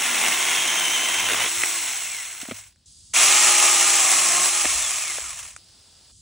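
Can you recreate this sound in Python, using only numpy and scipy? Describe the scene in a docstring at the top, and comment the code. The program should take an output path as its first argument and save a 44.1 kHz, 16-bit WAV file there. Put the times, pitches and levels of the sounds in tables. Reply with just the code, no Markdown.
"""A small battery chainsaw, close to the microphone outdoors, cuts a limb and then a branch.
Its chain rattles and rasps in step with the motor, the gears whine, and it coasts to a stop after each cut.
The chain squeals in the limb's kerf, low hums come and go, and the cut pieces knock onto a wood pile.
Leaves and distant insects hiss faintly behind, over a low rumble."""
import sys
import numpy as np
from scipy import signal
from scipy.fft import rfft, irfft, next_fast_len
from scipy.io import wavfile
from scipy.ndimage import uniform_filter1d, map_coordinates

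SR = 44100
rng = np.random.default_rng(int(sys.argv[2]) if len(sys.argv) > 2 else 0)


def persist_wave(psi):
    """Save psi, clipped to +-1, as 16-bit WAV."""
    counts = np.round(np.clip(psi, -1, 1) * 32767).astype(np.int16)
    wavfile.write(sys.argv[1], SR, np.atleast_2d(counts).T)


N = 273861
TIME = np.arange(N) / SR

# motor speed in the limb, dragged down as the kerf deepens: t/s, rotation/Hz
LIMB_SPEED = [(0, 328), (.28, 318), (.42, 360), (.62, 361), (.85, 348), (1.25, 342), (1.36, 322),
              (1.42, 328), (1.47, 356), (1.54, 402), (1.62, 418)]
# trigger pulled/s, cut through/s, trigger released/s, at rest/s, coast time/s, bow of the slowing curve
LIMB_TIMING = (-.2, 1.48, 1.65, 2.735, 1.26, .67)
# motor and sprocket drone: multiple of motor speed, base level at the limb/dB, at the branch/dB
DRONE_TONES = [(.5, -58, -66), (.84, -53, -54.5), (1, -53, -55.5), (1.5, -56, -54), (2, -56, -46),
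               (3, -47.5, -46)]
# the plastic housing lifts or muffles passing tones: f/Hz, width/Hz, lift at limb/dB, at branch/dB
HOUSING_BANDS = [(215, 90, -8, -2), (352, 70, 9.5, 9.5), (500, 150, -7, -6), (845, 130, 8, 8),
                 (1070, 90, 9, 10), (1250, 150, 4, 10), (1620, 450, -8, -10), (2130, 280, 15, 11),
                 (2380, 160, 2, -5), (2560, 200, -3, 7), (2900, 300, -3, -6), (3450, 330, -6, 8),
                 (3850, 300, -4, -8), (4200, 250, 0, 8), (4750, 900, -12, -15)]


def amp(db):
    """Decibels to gain."""
    return 10 ** (np.asarray(db) / 20)


def unit(x):
    """x at rms 1."""
    return x / np.sqrt(np.mean(x ** 2) + 1e-20)


def along(points, hz):
    """Interpolate (f/Hz, value) points on a log axis."""
    f, v = np.transpose(points)
    return np.interp(np.log(hz + 1), np.log(f + 1), v)


def between(start, end, edge):
    """1 from start to end, with ramps edge seconds long."""
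    return np.clip(np.minimum(TIME - start, end - TIME) / edge + .5, 0, 1)


def wobble(rate):
    """A smooth random curve, rate knots a second."""
    return map_coordinates(rng.standard_normal(int(N * rate / SR) + 4), [TIME * rate])


def filtered(x, response):
    """x times a response of frequency."""
    m = next_fast_len(N + SR // 2)
    return irfft(rfft(x, m) * response(np.fft.rfftfreq(m, 1 / SR)), m)[..., :N]


def ringing(x, spectrum):
    """x through a causal (minimum-phase) filter with this spectrum, at rms 1."""
    def response(hz):
        cepstrum = irfft(np.log(amp(np.maximum(along(spectrum, hz), -100))))
        half = len(cepstrum) // 2
        cepstrum[1:half] *= 2
        cepstrum[half + 1:] = 0
        return np.exp(rfft(cepstrum))
    return unit(filtered(x, response))


def grit(spiky_db):
    """Dense tiny impacts of unequal size, rms 1."""
    size = np.repeat(amp(spiky_db * rng.standard_normal(N // 16 + 1)), 16)[:N]
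    return unit(size * rng.standard_normal(N))


def pulsing(share, cycles, fall, scatter_db):
    """A steady envelope with a share of its power in decaying blows of random strength, one a cycle."""
    strength = amp(scatter_db * rng.standard_normal(size=8192))
    blows = unit(strength[cycles.astype(int) % len(strength)] * np.exp(-fall * (cycles % 1)))
    share = np.clip(share, 0, 1)
    return np.sqrt(1 - share + share * blows ** 2)


def outdoors():
    """Leaves, a far insect chorus and a low rumble, stepping abruptly in level."""
    stretches = [(0, -66.5, -73, -63.5), (2.859, -66.5, -52, -59.5), (5.58, -55, -59.5, -64.5),
                 (6.117, -73, -54.5, -57.5)]  # from t/s, leaves/dB, insects/dB, rumble/dB
    # spectra of the three: f/Hz, relative level/dB
    leaf_spectrum = [(100, -5.5), (300, -6.5), (900, -9.5), (2200, -12), (3200, -4), (4300, -1.5),
                     (5500, -3), (6400, -12), (8000, -6), (10000, -9), (12000, -18.5), (15500, -10.5)]
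    insect_spectrum = [(200, -36.5), (2400, -26.5), (3200, -10), (4200, -6), (5500, -5), (7800, -0.5),
                       (9300, -3), (10500, -15), (15500, -22.5)]
    rumble_spectrum = [(22, -54), (46, 0.5), (60, -3.5), (90, 0), (140, -8.5), (300, -21), (700, -48)]
    starts, leaves_db, insects_db, rumble_db = np.transpose(stretches)
    now = np.searchsorted(starts[1:], TIME)
    leaves = amp(leaves_db[now]) * ringing(grit(spiky_db=2), leaf_spectrum)
    insects = amp(insects_db[now]) * ringing(rng.standard_normal(N), insect_spectrum)
    rumble = amp(rumble_db[now]) * ringing(rng.standard_normal(N), rumble_spectrum)
    return leaves + insects + rumble


def bumps(rise_s=.012, fall_db_per_s=172.5):
    """Ground and handling bumps reach the microphone as low, dying tones."""
    thumps = [(1.565, 100, -44.5), (2.503, 100.3, -41), (3.21, 70, -58), (4.655, 65, -41), (4.745, 58, -38),
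              (5.215, 62.6, -42), (5.28, 46, -48)]  # t/s, f/Hz, level/dB
    out = np.zeros(N)
    for s, hz, db in thumps:
        age = np.maximum(TIME - s, 0)
        out += np.minimum(age / rise_s, 1) * amp(db - fall_db_per_s * age) * np.sin(2 * np.pi * hz * age)
    return out


def ticks(t60_s=.011):
    """The chain snaps taut or settles on its bar with a thin, dry tick."""
    snaps = [(2.76, -55), (3.1375, -22), (5.5637, -27)]  # t/s, level/dB
    tick_spectrum = [(200, -32), (550, -1), (900, -9), (1300, 3), (2600, -2), (4500, -13), (8300, 4),
                     (11000, -10), (15500, -17)]  # f/Hz, relative level/dB
    envelope = sum((TIME >= s) * amp(db - 60 * np.maximum(TIME - s, 0) / t60_s) for s, db in snaps)
    bursts = envelope * rng.standard_normal(N)
    return np.std(bursts) * ringing(bursts, tick_spectrum)


def low_hums(sag_per_s=.2):
    """Low, sagging hums while cutting; the last is the labouring motor's half-speed tone."""
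    hums = [(0.07, 0.27, 250, -45), (1.158, 0.3, 105.8, -49), (4.15, 0.315, 183, -50)]  # t/s, length/s, starting f/Hz, level/dB
    out = np.zeros(N)
    for s, length, hz, db in hums:
        phase = 2 * np.pi * np.cumsum(hz * (1 - sag_per_s * np.clip(TIME - s, 0, length))) / SR
        level = between(s, s + length, edge=.08) * amp(db + 1.4 * wobble(48))
        out += level * np.sin(phase + .5 * wobble(50))
    return out


def knocks():
    """Each contact cracks, rings the wood briefly and bends it in a dull thud with one overtone."""
    # wood on wood and on the saw: t/s, clack level/dB, thud level/dB (before a 9 dB lift), thud f/Hz
    contacts = [(1.6355, -6, -30, 340), (2.42, -29, -55, 300), (2.43, -38, -37, 260),
                (2.454, -26, -44, 700), (2.486, -33, -31, 250), (2.5115, -21.5, -27.5, 480),
                (2.518, -26, -29, 235), (4.647, -18, -21, 680), (4.654, -9, -28, 290),
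                (5.113, -23, -50, 500), (5.184, -22, -30, 560)]
    cutter_hits = [(1.2875, -16), (1.2975, -14), (1.307, -13), (1.3175, -14), (1.331, -19), (1.3425, -18),
                   (1.3865, -19), (1.396, -19), (1.405, -15), (1.4145, -16), (1.4212, -13), (1.437, -19),
                   (1.445, -15), (1.4605, -18)]  # cutters hammer through the last of the limb: t/s, clack/dB
    wood_modes = [(640, -22, 0.013), (1240, -14, 0.014), (1800, -9.5, 0.007), (2010, -16.5, 0.019),
                  (2660, -2, 0.0056), (3370, -17, 0.0055), (3700, -7.5, 0.0044)]  # f/Hz, relative level/dB, t60/s
    out, t = np.zeros(N + SR), np.arange(SR // 8) / SR
    strikes = [(s, db, db - 15, 580 * np.exp(.3 * rng.standard_normal())) for s, db in cutter_hits]
    for s, clack_db, thud_db, thud_hz in contacts + strikes:
        ring = sum(amp(db + rng.normal(0, 2.2) - 60 * t / t60)
                   * np.sin(2 * np.pi * hz * rng.normal(1, .062) * t + rng.uniform(0, 2 * np.pi))
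                   for hz, db, t60 in wood_modes)
        grain = rng.standard_normal(len(t))
        crack = uniform_filter1d(grain, size=7) - uniform_filter1d(grain, size=22)
        clack = (ring + 1.5 * amp(-60 * t / .01) * crack) * (1 - np.exp(-t / .0005)) ** 2
        cycles = thud_hz * t
        bend = np.sin(2 * np.pi * cycles) + amp(-8.5) * np.sin(2 * np.pi * 2.67 * cycles)
        thud = amp(thud_db + 9 - 60 * cycles / 7) * (1 - np.exp(-t / .0008)) * bend
        out[round(s * SR):][:len(t)] += amp(clack_db) * clack / np.abs(clack).max() + thud
    # the knocks carry no deep bass below about 190 Hz
    return signal.sosfilt(signal.butter(2, 190, 'highpass', fs=SR, output='sos'), out[:N])


def motor_speed(timing, speeds, spin_up_s=.046, stall_s=.16):
    """Turns a second: the motor picks up, follows the load, coasts, and stalls on the chain's friction."""
    pulled, _, released, rest, coast_s, bow = timing
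    pick_up = 1 - np.exp(-np.maximum(TIME - pulled, 0) / spin_up_s)
    left = np.clip(1 - (TIME - released) / coast_s, 0, 1)
    coast = left * (1 - bow * (1 - left))
    stall = np.clip((rest - TIME) / stall_s, 0, 1) ** .5
    return np.interp(TIME, *np.transpose(speeds)) * pick_up * coast * stall


def squeal(fade_db_per_s=10):
    """The chain rubs the limb's kerf and sings a wavering note with its octave, in step with the motor."""
    rubs = [(.38, 1.285, .92, -26.5), (1.395, 1.48, 1.45, -28)]  # start/s, end/s, loudest moment/s, peak level/dB
    level = sum(between(start, end, edge=.042) * amp(db - fade_db_per_s * np.abs(TIME - peak))
                for start, end, peak, db in rubs)
    waver = 1 + .008 * wobble(200) + .012 * wobble(35) + .008 * wobble(9)
    phase = 2 * np.pi * np.cumsum(9 * motor_speed(LIMB_TIMING, LIMB_SPEED) * waver) / SR
    octave = amp(-4.5) * np.sin(2 * phase + wobble(300))
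    return level * amp(1.8 * wobble(60)) * (np.sin(phase) + octave)


def catches(even_chatter=.05):
    """The chain catches and skips, on the wood or slack on its bar: swells of level (dB) and chatter."""
    snags = [(0.25, 0.29, 5.5, 0.4), (1.33, 0.12, 5, 0.4), (1.418, 0.077, 5, 0.2),
             (3.491, 0.033, 5.5, 0.03), (3.661, 0.151, 4, 0.02), (4.094, 0.28, 1.5, 0),
             (5.427, 0.43, 2.5, 0)]  # t/s, length/s, lift before each layer's share/dB, added chatter (0-1)
    swells = np.array([np.cos(np.pi * np.clip((TIME - s) / length, -.5, .5)) ** 2
                       for s, length, _, _ in snags])
    _, _, db, depth = np.transpose(snags)
    return db @ swells, even_chatter + depth @ swells


def bar_ring(impacts):
    """The steel bar rings in narrow modes under the links, at rms 1."""
    modes = [(2146, 90, -1), (4186, 290, -3.5), (5305, 200, -11), (7740, 330, 4)]  # f/Hz, width/Hz, relative level/dB
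    return unit(filtered(impacts, lambda f: sum(
        amp(db) * 1j * f * width / (hz ** 2 - f ** 2 + 1j * f * width) for hz, width, db in modes)))


def saw(timing, speeds, levels, body_spectrum, rasp_spectrum, hiss_spectrum, tones, housing, load_db):
    """One run of the saw: links tick on the bar, cutters bite, the motor drones and the gears whine."""
    full_hz, whine_fade_hz = 430, 134  # motor speeds
    pulled, through, released, rest, _, _ = timing
    speed = motor_speed(timing, speeds)
    turns = np.cumsum(np.maximum(speed, 40) * (1 + .003 * wobble(45))) / SR
    pace = np.clip(speed / full_hz, 1e-4, 1)
    elapsed = TIME - pulled
    starting = between(-np.inf, pulled + .06, edge=.03)
    in_wood = between(-np.inf, through, edge=.023)
    coasting = between(released, np.inf, edge=.052)

    surge_db = 8.5 * np.exp(-np.maximum(elapsed, 0) / .066)  # starting torque slams the chain round
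    drive_db = 20 * np.log10(pace) + .52 * coasting + surge_db
    catch_db, chatter = catches()
    body_db, rasp_db, hiss_db, ring_db = [
        free_db + drive_db + in_wood * (cut_db - loss * elapsed) + catch_share * catch_db
        for (free_db, cut_db, loss), catch_share in zip(levels, (.84, .45, .36, 0))]
    # links land on the sprocket; single ticks stand out a little as the chain slows
    links = pulsing(.37 + .4 * (1 - pace), 6 / 7 * turns, fall=.85, scatter_db=2.5)
    bites = pulsing(chatter, .26 * turns, fall=3.5, scatter_db=1.5)
    body = amp(body_db - .5) * ringing(grit(spiky_db=1.5) * links * bites, body_spectrum)
    # the wood carries the low end, which drops once the chain runs free
    low_end = filtered(body, lambda hz: 1 / (1 + (hz / 600) ** 4))
    body -= (1 - in_wood) * (1 - amp(-6)) * low_end
    rasp = amp(rasp_db) * ringing(grit(spiky_db=1.5) * links * bites, rasp_spectrum)
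    hiss = amp(hiss_db + 3) * ringing(grit(spiky_db=1) * links, hiss_spectrum)
    ring = amp(ring_db) * bar_ring(grit(spiky_db=3) * links)

    def tone(multiple, flutter):
        """A multiple of the shaft speed, shaken by play in the drive and coloured by the housing."""
        lift_db = sum(db / (1 + (2 * (multiple * speed - hz) / width) ** 2) for hz, width, db in housing)
        level = amp(lift_db + 4 * flutter * wobble(35))
        return level * np.sin(2 * np.pi * multiple * turns + flutter * wobble(90))

    # the motor drones loudest and steadiest under load, and fades as it slows
    drone = sum(amp(db) * tone(multiple, flutter=.25 - .08 * in_wood) for multiple, db in tones)
    drone *= amp(load_db * in_wood) * pace ** 2
    # the twelve-tooth pinion sings out as it spins up or coasts, and dies near rest
    whine_db = rasp_db - 24 + 18 * (coasting + starting) + 1.2 * wobble(14) + 2 * (1 - pace)
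    gears = amp(whine_db) * (tone(12, flutter=.45) + amp(-6) * tone(24, flutter=.7))
    gears *= np.clip(speed / whine_fade_hz, 0, 1) ** 4
    # the ten-blade cooling fan whistles near top speed
    free_rasp_db = levels[1][0]
    fan = amp(free_rasp_db - 10 + 4 * in_wood - 6 * coasting) * pace ** 12 * tone(10, flutter=.7)
    return between(pulled, rest, edge=.005) * (body + rasp + hiss + ring + drone + fan + gears)


def limb_cut():
    """The saw, already running, labours through the limb and coasts to rest."""
    # rows body, rasp, hiss, bar ring: base level/dB, added in wood/dB, loss as the bar sinks/(dB/s)
    levels = [(-39.5, 7.5, 0.5), (-31, 8, 1.4), (-26.5, 4, 1.63), (-31, -4.5, 2.5)]
    # spectra of the saw's body, rasp and hiss, with the top treble thinned: f/Hz, relative level/dB
    body = [(65, -34), (110, -20.5), (130, -20), (163, -12), (353, -6), (422, -8), (565, -7.5), (668, -2),
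            (894, -0.5), (1020, 1), (1250, -2), (1600, -6), (2080, -22), (3520, -120)]
    rasp = [(820, -42), (1400, -4.5), (1600, -4), (1740, -2.5), (1910, -3), (2100, 4), (2350, -0.5),
            (2650, 1.5), (3260, -2), (3600, -2), (4900, -17), (6370, -51.5), (10800, -120)]
    hiss = [(3500, -49), (4800, -17), (5400, -3), (6300, -2), (7500, -4), (8050, -2.5), (10000, -5.5),
            (11800, -3), (13500, -17.5), (15500, -3)]
    tones = [(multiple, db) for multiple, db, _ in DRONE_TONES]
    housing = [(hz, width, db) for hz, width, db, _ in HOUSING_BANDS]
    return saw(LIMB_TIMING, LIMB_SPEED, levels, body, rasp, hiss, tones, housing, load_db=1.5)


def branch_cut():
    """The saw starts again and takes the branch faster, with a brighter rasp and a stronger drone."""
    timing = (3.134, 4.49, 4.6, 5.62, 1.02, .38)  # columns as in LIMB_TIMING
    speeds = [(3.3, 423), (3.45, 421), (3.7, 414), (3.82, 407), (3.99, 406), (4.04, 378), (4.11, 390),
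              (4.18, 362), (4.25, 364), (4.31, 350), (4.38, 358), (4.44, 359), (4.52, 410), (4.6, 425)]  # t/s, motor rotation/Hz
    # layer levels and spectra, laid out as in limb_cut
    levels = [(-34.5, 6, 0.75), (-28.5, 8, 4), (-24.5, 5.5, 1.5), (-32, -0.5, -6)]
    body = [(76, -38), (130, -25), (182, -23), (274, -15), (349, -12), (444, -11.5), (509, -15.5),
            (609, -3.5), (767, -2.5), (889, -4.5), (1220, 2), (1500, -8), (1600, -3.5), (2080, -10.5),
            (3520, -120)]
    rasp = [(820, -49), (1400, -4.5), (1550, -14), (1800, -1), (1990, -3), (2120, 0.5), (2570, 1.5),
            (3580, -3), (4190, -5.5), (4510, -8), (4900, -8.5), (6370, -12.5), (10800, -120)]
    hiss = [(3500, -41.5), (4800, -18.5), (5400, -4), (6300, -1.5), (7000, -2.5), (7500, 1), (8200, -3),
            (10000, -4), (11800, -14), (13500, -8.5), (15500, -12.5)]
    tones = [(multiple, db) for multiple, _, db in DRONE_TONES]
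    housing = [(hz, width, db) for hz, width, _, db in HOUSING_BANDS]
    return saw(timing, speeds, levels, body, rasp, hiss, tones, housing, load_db=6.5)


def scene():
    """Everything reaches a close stereo microphone, with shifting scatter from the undergrowth."""
    side_spectrum = [(100, -29), (500, -12.5), (1200, -41.5), (3500, -69.5), (4800, 3.5), (5800, -23),
                     (8000, -8.5), (10500, -5), (11800, -31.5), (13800, -64.5), (15000, -10)]  # scatter, opposite in left and right: f/Hz, level/dB
    direct = limb_cut() + branch_cut() + squeal() + low_hums() + knocks() + ticks() + bumps() + outdoors()
    t = np.arange(SR // 16) / SR
    undergrowth = rng.standard_normal(len(t)) * amp(-60 * t / .1)
    echo = signal.fftconvolve(direct, undergrowth / np.linalg.norm(undergrowth))[:N]
    shifting = np.sqrt(2) * np.cos(2 * np.pi * wobble(40))
    scatter = filtered(echo * shifting, lambda hz: amp(along(side_spectrum, hz)))
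    return np.array([direct + scatter, direct - scatter])


def record(dry):
    """Left and right drift out of phase in the treble, widening the hiss; peaks are rounded, band ends cut."""
    phase_gap = [(50, 0), (5500, 0), (6700, .1), (8000, .95), (10000, 2), (11400, 3), (14000, 3.25),
                 (15700, 4.2)]  # f/Hz, phase between left and right/rad
    ceiling, bass_hz, top_hz = .95, 45, 15780
    wide = filtered(dry, lambda hz: np.exp(.5j * np.outer([1, -1], along(phase_gap, hz))))
    rounded = wide / (1 + np.abs(wide / ceiling) ** 6) ** (1 / 6)
    return filtered(rounded, lambda hz: np.clip(hz / bass_hz, 0, 1) ** 3
                    * np.clip((top_hz - hz) / 200 + .5, 0, 1))


dry = scene()
out = record(dry)
persist_wave(out)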